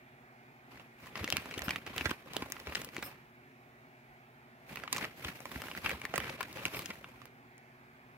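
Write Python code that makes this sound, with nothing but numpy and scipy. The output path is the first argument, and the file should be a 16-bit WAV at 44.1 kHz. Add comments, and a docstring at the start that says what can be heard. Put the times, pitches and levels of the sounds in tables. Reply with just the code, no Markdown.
"""Dry hay stirred close to the microphone, in two bouts: stalks snap, as bursts of splinter pulses
that excite a resonance. Under the snaps lie a dense crackle of decaying grains and a soft rustle of
shaped noise. Bedding thuds on the cage tray as damped modes, and a few swishes pass as resonant noise.
Behind them an appliance hums as steady sine lines in the hiss of the quiet room."""
import sys
import numpy as np
from scipy import signal
from scipy.fft import irfft
from scipy.io import wavfile
from scipy.ndimage import uniform_filter1d

SR = 44100
rng = np.random.default_rng(int(sys.argv[2]) if len(sys.argv) > 2 else 0)


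def wav_out(sig):
    """Save sig, one row per channel (or a flat mono array), as 16-bit PCM at SR to the path in sys.argv[1]."""
    wavfile.write(sys.argv[1], SR, np.round(np.clip(np.atleast_2d(sig).T, -1, 1) * 32767).astype(np.int16))


N = 360426


def gain_of(db):
    """Logarithmic level: converts decibels to an amplitude ratio."""
    return 10 ** (np.asarray(db) / 20)


def evened(x):
    """Power normalization: scales to an rms of 1."""
    return x / np.sqrt(np.mean(x ** 2) + 1e-20)


def read(points, hz):
    """Spectral interpolation: reads a table on a log-frequency axis."""
    f, value = np.transpose(points)
    return np.interp(np.log(hz + 1), np.log(f + 1), value)


def follow(peaks, holds, levels_db, rise_db_per_s, fall_db_per_s, sag_db_per_s=0):
    """Power summation: level in dB of overlapping gestures, each a rise, a hold and a fall."""
    t = np.arange(0, N, 64) / SR
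    early = np.c_[peaks] - t
    late = t - np.c_[peaks + holds]
    shape_db = -rise_db_per_s * np.maximum(early, 0)
    shape_db -= fall_db_per_s * np.maximum(late, 0)
    shape_db -= sag_db_per_s * np.maximum(-early, 0)
    power = (gain_of(np.c_[levels_db] + shape_db) ** 2).sum(0) + 1e-14
    return np.interp(np.arange(N) / SR, t, 10 * np.log10(power))


def band(x, lo_hz, hi_hz):
    """Band limitation: causal band-pass along the last axis."""
    edges = np.clip([lo_hz, hi_hz], 20, SR / 2 - 100)
    return signal.sosfilt(signal.butter(2, edges, "band", fs=SR, output="sos"), x)


def add(mix, s, sound, pan=0., lag=0.):
    """Interaural differences: a sound reaches the left port lag samples later, pan/4 dB up;
    the right port gets it 1.5 * pan dB down."""
    for side, (sign, shift) in enumerate([(0.5, lag), (-3.0, 0)]):
        start = max(round(s * SR + shift), 0)
        part = mix[side, start:][:len(sound)]
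        part += gain_of(sign * pan / 2) * sound[:len(part)]


def hiss(spectrum, same, lead_s, patchy_db, size):
    """Random-phase synthesis: partly coherent stereo noise with drifting spectral patches, rms 1."""
    frames, hz = 4 * N // size + 5, np.fft.rfftfreq(size, 1 / SR)
    left_re, left_im, own_re, own_im, patches = rng.standard_normal((frames, len(hz), 5)).T
    patches = uniform_filter1d(patches, size=8, axis=0)
    patches = evened(uniform_filter1d(patches, size=8, axis=1))
    left, own = left_re + 1j * left_im, own_re + 1j * own_im
    alike = np.clip(read(same, hz), 0, 1)[:, None]
    delay = np.exp(-2j * np.pi * hz * lead_s)[:, None]  # the left port leads by lead_s
    right = alike * delay * left + np.sqrt(1 - alike ** 2) * own
    z = np.array([left, right]) * gain_of(read(spectrum, hz)[:, None] + patchy_db * patches)
    return evened(signal.istft(z, nperseg=size, noverlap=3 * size // 4)[1][:, :N])


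# relative spectrum of the room's hiss: (frequency [Hz], density [dB per Hz])
AIR_SPECTRUM = [(30, 0), (60, 1.5), (95, -8), (140, 5.5), (200, -10), (260, 7.5), (310, -10.5), (380, 0),
                (540, -5.5), (680, 3), (870, 0), (1000, -4), (1500, -2.5), (2300, -1), (3000, -14),
                (5600, -23.5), (9000, -28.5), (13500, -25), (15700, -25), (16100, -50)]
AIR_DB = -59.5  # dB rms, before the port balance
# left-right likeness of the hiss: (frequency [Hz], likeness [0 to 1])
AIR_LIKENESS = [(60, .6), (130, .95), (400, .9), (1500, .6), (3000, .5), (5000, .15)]
# motor hum near multiples of 120 Hz, with side lines 11.6 Hz apart from its turning:
# (frequency [Hz], level [dB rms])
HUM_LINES = [(119.9, -71), (131.6, -71), (143.0, -76), (170.6, -80), (228.4, -72), (239.7, -78),
             (251.5, -76), (263.0, -78), (274.6, -81), (342.8, -80), (359.9, -73), (373.9, -76),
             (404.3, -84), (599.9, -84), (611.3, -83), (634.4, -83), (673.7, -84), (731.4, -82),
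             (754.6, -82), (851.3, -84)]


def room_air():
    """Superposition of steady noise and sine lines; both arrive at the left port first."""
    t = np.arange(N) / SR
    air = gain_of(AIR_DB) * hiss(AIR_SPECTRUM, AIR_LIKENESS, lead_s=0.00031, patchy_db=1.7, size=2048)
    out = air * gain_of([[-.6], [.6]])
    arrival = np.array([[0], [.0002]])  # s, left and right
    for (hz, db), start in zip(HUM_LINES, rng.random(len(HUM_LINES))):
        tone = np.sin(2 * np.pi * (hz * (t - arrival) + start))
        out = out + np.sqrt(2) * gain_of(db) * tone
    return out


def cage(x, t60=0.091):
    """Early reflection: tray and walls return sparse taps of random sign, other ones per port."""
    at = np.arange(40, 6000, 20) + rng.integers(0, 20, (2, 298))
    taps = np.zeros((2, 6040))
    decay = gain_of(-60 * at / SR / t60)
    np.put_along_axis(taps, at, rng.choice([-1., 1.], at.shape) * decay, 1)
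    return signal.oaconvolve(band(x, 310, 4200), taps / np.linalg.norm(taps[0]), axes=1)[:, :N]


# stalks sliding along the bars: (time at full level [s], hold [s], level [dB])
SWISH_EVENTS = [(1.643, .005, -45), (3.039, 0.027, -47.5), (6.758, 0.014, -47)]
# high resonances of a swish: (frequency [Hz], width [Hz], relative level [dB])
SWISH_RESONANCES = [(5300, 400, -6), (8800, 500, -8), (12900, 800, 0), (14500, 1200, -3)]
SWISH_RISE_DB_PER_S, SWISH_FADE_DB_PER_S = 2300, 450


def swishes():
    """Resonant filtering: friction noise passes through a few high resonances."""
    noise = rng.standard_normal((2, N))
    noise[1] = 0.29 * noise[0] + 1.4 * noise[1]
    rings = 0
    for hz, width, db in SWISH_RESONANCES:
        rings = rings + gain_of(db) * evened(band(noise, hz - width / 2, hz + width / 2))
    s, hold, db = np.transpose(SWISH_EVENTS)
    level = gain_of(follow(s, hold, db, SWISH_RISE_DB_PER_S, SWISH_FADE_DB_PER_S))
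    slide = evened(rings + 0.47 * band(noise, 4000, 16000))
    return slide * uniform_filter1d(level, size=400)


# pushes on the tray: (time at the envelope's peak [s], boom level [dB], knock level [dB])
TRAY_PUSHES = [(1.214, -35.5, -50), (1.242, -65, -29.5), (1.336, -39, -36), (1.383, -49, -37),
               (1.577, -60, -32.5), (1.621, -43, -58), (1.681, -43, -30.5), (1.97, -44, -39.5),
               (2.012, -43, -37), (2.062, -35, -32), (2.114, -49, -32.5), (2.425, -48, -31),
               (2.682, -39.5, -53), (2.984, -69, -32.5), (5.255, -39, -40.5), (5.563, -40.5, -34),
               (5.939, -42.5, -62), (6.188, -42, -38)]
# modes of the tray: (nominal frequency [Hz], share of boom against knock [0 to 1], level offset [dB])
TRAY_MODES = [(78, 1, 0), (150, 0.35, -7), (316, 0, -1.5)]
PITCH_SPREAD = 0.16  # relative to the mode: each push lands elsewhere on the tray


def thuds(cycles=0.58):
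    """Modal excitation: a push sets off a low cycle or two in each tray mode, which swells and dies."""
    out, t = np.zeros((2, N)), np.arange(4000) / SR
    spots = rng.standard_normal((len(TRAY_PUSHES), len(TRAY_MODES)))
    for (s, boom_db, knock_db), spot in zip(TRAY_PUSHES, spots):
        for (mode_hz, share, db), shift in zip(TRAY_MODES, spot):
            hz = mode_hz * (1 + PITCH_SPREAD * shift)
            rise = cycles / hz
            peak = gain_of(db + share * boom_db + (1 - share) * knock_db)
            swell = t / rise * np.exp(1 - t / rise)
            add(out, s - rise, peak * np.sin(2 * np.pi * hz * t) * swell)
    return out


# strokes through the heap, levels before the mix gains:
# (time at full level [s], hold [s], effort [dB], treble above effort [dB])
HEAP_STROKES = [(0.713, 0.11, -67, -9.5), (1.008, .07, -65.5, -4.5), (1.168, 0.08, -54.5, -10.5),
                (1.281, 0.14, -55, -9), (1.464, .17, -57.5, -10), (1.654, 0.11, -56.5, -8),
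                (1.872, .03, -56.5, -13), (1.967, 0.14, -53, -7.5), (2.272, .03, -64.5, -11),
                (2.35, 0.11, -57, -8.5), (2.514, 0.17, -64.5, -3.5), (2.663, 0.07, -56, -12),
                (2.742, .06, -56.5, -4), (2.848, 0.03, -66, -5), (2.942, 0.14, -59.5, -8),
                (4.693, 0.096, -60.5, -5.5), (4.813, 0.047, -64.5, -15), (4.931, 0.11, -53, -7.5),
                (5.174, 0.062, -66.5, -1), (5.238, 0.058, -57, -5), (5.344, 0.14, -66.5, -1),
                (5.519, 0.3, -58, -3.5), (5.847, 0.078, -51, -9), (6.0, 0.11, -61.5, -7.5),
                (6.153, 0.19, -53.5, -10), (6.404, 0.027, -58.5, -11), (6.475, 0.095, -64, -4),
                (6.567, 0.041, -55, -10.5), (6.636, .04, -59, -4), (6.725, 0.1, -56.5, -4),
                (6.87, 0.07, -62.5, -4), (6.98, 0.27, -71.5, -5.5)]
PRESS_DB_PER_S, EASE_DB_PER_S = 600, 212  # how fast a stroke sets in and dies away
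SAG_DB_PER_S = 13  # a held stroke tires
SETTLE_DB, SETTLE_DB_PER_S = -9.5, 80  # the heap shifts more softly before and after each stroke
# bass of a -60 dB stroke above its effort; share of the effort that it follows
WEIGHT_DB, WEIGHT_FOLLOWS = 0.5, 0.76


def by_effort(x):
    """Amplitude modulation by band: ring, treble and bass of a texture follow the strokes."""
    s, hold, db, treble_db = np.transpose(HEAP_STROKES)
    weight_db = -60 + WEIGHT_DB + WEIGHT_FOLLOWS * (db + 60)
    # (sign, low edge Hz, high edge Hz, level dB); neighbouring bands alternate in sign to join up
    parts = [(1, 900, 4000, db), (-1, 4000, 17000, db + treble_db), (-1, 45, 900, weight_db)]
    out = 0
    for sign, lo, hi, level_db in parts:
        stroke = gain_of(follow(s, hold, level_db, PRESS_DB_PER_S, EASE_DB_PER_S, SAG_DB_PER_S))
        settle = gain_of(follow(s, hold, level_db + SETTLE_DB, 2 * SETTLE_DB_PER_S, SETTLE_DB_PER_S))
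        out = out + sign * evened(band(x, lo, hi)) * np.hypot(stroke, settle)
    return out


# relative spectrum of rubbing stalks: (frequency [Hz], density [dB per Hz])
RUSTLE_SPECTRUM = [(30, -32), (85, 10.5), (200, 10.5), (390, 5), (545, -1.5), (1100, -4.5), (2440, -1.5),
                   (3330, -11), (8100, -17), (13200, -8), (15700, -11), (16100, -48)]


def rustle():
    """Friction noise: stalks rub on each other in flickering lumps, less marked in the treble."""
    same = [(100, 0.92), (500, 0.99), (1500, 0.34), (5000, 0.091)]  # (frequency [Hz], likeness [0 to 1])
    flicker = uniform_filter1d(rng.standard_normal(N), size=300)
    flicker = evened(uniform_filter1d(flicker, size=300))
    rub = by_effort(hiss(RUSTLE_SPECTRUM, same, lead_s=-0.00011, patchy_db=1.5, size=512))
    body, fizz = band(rub, 30, 4000), band(rub, 4000, 17000)
    return gain_of(3.4 * flicker) * body - gain_of(1.9 * flicker) * fizz


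def crackle(per_s=330., spread_db=5.0):
    """Random impulse process: small dry breaks across the heap in 24 colours, a few of them large."""
    out, t = np.zeros((2, N)), np.arange(500) / SR
    size = gain_of(spread_db * np.minimum(rng.exponential(1, N), 4))
    size = size * (rng.random(N) < per_s / SR)
    kind = rng.integers(0, 24, N)
    for k, (pitch, pan, lag) in enumerate(rng.random((24, 3))):
        hz = 350 * 13 ** pitch
        grain = np.sin(2 * np.pi * hz * t) * np.exp(-t * hz / 2.76)
        grain += 0.38 * rng.standard_normal(len(t)) * np.exp(-t / 0.0029)  # the tear reaches the treble
        breaks = signal.oaconvolve(size * (kind == k), grain)[:N]
        add(out, .0003, breaks, 6 * (pan - .5), 12 * (lag - .25))
    return by_effort(out)


# stalks that snap: (time [s], ring peak before panning [dB], ring frequency [Hz],
# bite above the ring [dB], fibres above the ring [dB], length [s])
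STALK_SNAPS = [(0.7728, -46, 1700, -8, -22, 0.0051), (.7975, -44.5, 2550, -15, -22, 0.0048),
               (1.06, -41, 1860, -3, -11, 0.0019), (1.0743, -44, 910, -15, -17, 0.0017),
               (1.1558, -27, 1290, -14, -18, 0.003), (1.175, -36.5, 1100, -3, -13, 0.0051),
               (1.2438, -24, 2600, -5, -3, 0.0024), (1.2776, -27, 1990, -5, -18, .0016),
               (1.303, -21.5, 2630, -1.5, -2, 0.0017), (1.3251, -16.5, 2520, -6.5, -7.5, 0.0027),
               (1.3693, -18.5, 2350, -3.5, -2.5, 0.001), (1.381, -31, 1610, -10, -18, 0.0025),
               (1.458, -38, 1460, -9, 1, .0016), (1.5114, -35.5, 2120, -10, -11, 0.0042),
               (1.5406, -29.5, 2260, -5.5, -19, 0.0074), (1.5796, -30.5, 2780, -11, 1.5, .0042),
               (1.5927, -28.5, 1900, -13, 2.5, 0.0021), (1.62, -30.5, 940, -5, -8, 0.0031),
               (1.683, -21.5, 1480, -23, -23, 0.0021), (1.6928, -27.5, 2560, -14, -12, 0.0037),
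               (1.7076, -21, 2130, -8, -4, 0.0025), (1.7603, -22, 2250, -30, -12, 0.0021),
               (1.8653, -35.5, 1150, -9, -4.5, 0.0037), (1.964, -30.5, 2230, -18, -1, 0.0025),
               (1.9812, -21.5, 2770, -6, -8, .0014), (1.9871, -27, 1900, -26, -19, 0.0027),
               (2.0104, -22.5, 2340, -18, -25, 0.0027), (2.057, -24, 1690, -10, -22, 0.0065),
               (2.0723, -33, 1590, -15, -20, 0.0028), (2.0952, -30.5, 1830, -7, -22, 0.0036),
               (2.109, -27.5, 2560, -16, -1, 0.0022), (2.1127, -24.5, 1500, -15, -14, 0.0029),
               (2.3347, -34.5, 2850, -2, 4, 0.002), (2.351, -41, 2100, -24, -19, 0.0036),
               (2.3672, -24.5, 2900, -4, 1.5, 0.0019), (2.422, -30.5, 985, -11.5, -9.5, 0.0052),
               (2.5014, -47, 2390, 0, 10, .0035), (2.5219, -29.5, 1070, 2.5, 6.5, 0.0022),
               (2.567, -36.5, 1340, -24, -26, 0.0029), (2.6002, -40.5, 2650, -0.5, -5, .0039),
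               (2.6721, -31, 2450, -9, -27, .0065), (2.7237, -30.5, 2110, -19, -21, 0.0025),
               (2.7503, -25, 2620, 0.5, -7, 0.0015), (2.7544, -22.5, 1800, -1, -8, 0.0024),
               (2.77, -32, 2730, -12, -4, 0.0034), (2.8171, -34, 1500, -2, 6.5, 0.0031),
               (2.847, -36.5, 2900, 0.5, 5, 0.0034), (2.8899, -34.5, 2050, -8, -26, .0022),
               (2.947, -45.5, 2500, 4, 0, .003), (2.9666, -23.5, 2070, -13, -6, 0.0014),
               (2.9813, -37, 2700, -5, -18, 0.0033), (3.0267, -30.5, 1490, -11, 3.5, 0.0037),
               (4.7234, -40, 2220, -12, -21, 0.00091), (4.759, -31.5, 1820, -6, -4, .0016),
               (4.772, -31, 2320, -17, -20, 0.0041), (4.7992, -37.5, 1830, -15, -18, 0.0036),
               (4.837, -34, 1660, -17, -13, .0023), (4.878, -27, 1200, -21, -33, .003),
               (4.928, -28, 1130, 5.5, 2, 0.0032), (4.9474, -36, 2270, -3, 0, 0.0031),
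               (4.9643, -26.5, 1270, -7, -5, 0.0029), (4.97, -35, 2360, 5.5, 3, 0.0037),
               (4.982, -28, 1170, 0, -7, 0.0036), (5.012, -29, 1820, -16, -21, 0.0033),
               (5.046, -24.5, 2030, -17, -10, 0.0016), (5.052, -29, 1220, -21, -9, 0.003),
               (5.2471, -26.5, 2640, -11.5, -8, 0.0038), (5.2832, -34, 1630, -6, -12, 0.0036),
               (5.4044, -39.5, 1070, -6, -2, .004), (5.456, -32.5, 1160, -11, -3, 0.0022),
               (5.5168, -40, 3300, -19, -2, 0.0028), (5.5593, -34, 1560, -32, -17, 0.0035),
               (5.6195, -26, 1480, -30, -3, 0.002), (5.6392, -35, 1530, -15, -3, 0.0021),
               (5.6848, -34, 1700, -23, -12, 0.0038), (5.7146, -30, 1250, -36, -27.5, 0.0022),
               (5.7512, -31, 1580, -12, -17, 0.002), (5.7756, -32.5, 2150, -15, -3.5, 0.0029),
               (5.8437, -44, 2260, -21, -18, 0.0057), (5.8611, -15.5, 2420, -27, -13, 0.0042),
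               (5.8942, -25, 2230, -22, -3, 0.0029), (5.907, -24.5, 2050, -10, -11, 0.0012),
               (5.9146, -25.5, 1870, -21, -10, 0.0026), (6.017, -30.5, 2020, -12, -10, 0.0034),
               (6.0529, -23, 2010, -15, -1.5, .0018), (6.14, -31.5, 2280, -9.5, -16, 0.004),
               (6.1587, -26.5, 1620, -5, -3, 0.0044), (6.1793, -21.5, 1240, -24, 6, 0.0026),
               (6.2029, -27, 910, -11, -6, .0025), (6.2444, -33.5, 2210, -9, -19, .002),
               (6.27, -35.5, 1790, -25, -14, 0.0032), (6.298, -32.5, 2580, -11, -8, .0023),
               (6.408, -23, 1300, -25, -7.5, 0.0052), (6.4298, -36.5, 2020, -2, 1, 0.0024),
               (6.529, -43, 3030, 1, 8, 0.0023), (6.5721, -33.5, 940, -14, -23, 0.002),
               (6.635, -38, 1280, -20, -20, 0.0023), (6.6541, -18, 2270, -9, -9, 0.002),
               (6.6621, -30.5, 980, -6, -11, 0.0051), (6.6824, -34.5, 2400, 1, -17, .0017),
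               (6.7466, -30, 2540, -10, -14, 0.0064), (6.7924, -30, 2370, -6, 5, 0.0022),
               (6.821, -37, 1250, -4, -9, 0.0042), (6.859, -32.5, 2640, 3, 3, .0025),
               (6.905, -29.5, 2170, -14, -28, 0.0063), (7.044, -31.5, 2480, -36, -27, 0.0027),
               (7.0884, -52, 1220, -19, 6, .0021), (7.217, -49, 1240, -10, -16, 0.0058),
               (7.2561, -46, 1530, -4, 4, 0.0025), (7.5808, -52, 2100, 0, 8, 0.0016)]
# knock of a -30 dB snap above its ring, before a random spread; share of the strength it follows
KNOCK_DB, KNOCK_FOLLOWS, KNOCK_SPREAD_DB = -14, 0.5, 5.5


def snaps():
    """Impulsive excitation of a resonator: a quick run of splinters rings the stalk;
    a bite, a hiss of fibres and a knock go with it."""
    out, t = np.zeros((2, N)), np.arange(1800) / SR
    chances = rng.standard_normal((len(STALK_SNAPS), 3, len(t)))
    for (s, db, hz, bite_db, fibres_db, length), chance in zip(STALK_SNAPS, chances):
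        knock_db = KNOCK_DB + (KNOCK_FOLLOWS - 1) * (db + 30) + KNOCK_SPREAD_DB * chance[0, -1]
        rise = np.clip(.3 * length, .0002, .006)
        shape = np.minimum(t / rise, np.exp((rise - t) / (0.81 * length)))
        splinters = chance[0] * (abs(chance[1]) > 1.5) * shape
        splinters[round(rise * SR)] = -.005 / length  # short snaps are one main break, long ones crumble
        ring = band(splinters, hz / 1.16, hz * 1.184) + 0.77 * band(splinters, 1225, 2750)
        torn = splinters + 0.16 * chance[2] * shape
        bite = -band(torn, 3500, 7000)
        fibres = band(torn, 7000, 16000)
        knock = -band(splinters, 200, 900)
        parts = [(ring, 0), (bite, bite_db), (fibres, fibres_db), (knock, knock_db)]
        sound = sum(gain_of(db + above_db) * part / abs(part).max() for part, above_db in parts)
        add(out, s - rise - .0003, sound, 2.4 * chance[1, -1], 2.7 + 2.3 * chance[2, -1])
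    return out


def scene():
    """Linear superposition: hay and its reflections in the cage, over the room."""
    hay = snaps() + gain_of(-3.0) * crackle()
    near = hay + gain_of(-8.5) * cage(hay)
    return near + gain_of(3.5) * rustle() + thuds() + swishes() + room_air()


# colour difference of the two ports: (frequency [Hz], left over right [dB])
PORT_COLOUR = [(300, 0.5), (1400, -1), (2800, -0.5), (5600, 2.5), (11000, 1)]
EDGE_HZ = 16500  # upper band limit


def record(dry):
    """Linear filtering: the ports differ a little in colour, the microphone drops the deepest bass,
    and a low-pass limits the band."""
    hz = np.fft.rfftfreq(512, 1 / SR)
    colour_db = np.outer([.5, -.5], read(PORT_COLOUR, hz))
    ports = np.fft.fftshift(irfft(gain_of(colour_db)), axes=1)
    coloured = signal.oaconvolve(dry, ports, axes=1)[:, 256:256 + N]
    thinned = signal.sosfilt(signal.butter(3, 55, "high", fs=SR, output="sos"), coloured)
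    low_pass = signal.firwin(511, EDGE_HZ, window=("kaiser", 10), fs=SR)
    return signal.oaconvolve(thinned, low_pass[None], "same")


dry = scene()
out = record(dry)
wav_out(out)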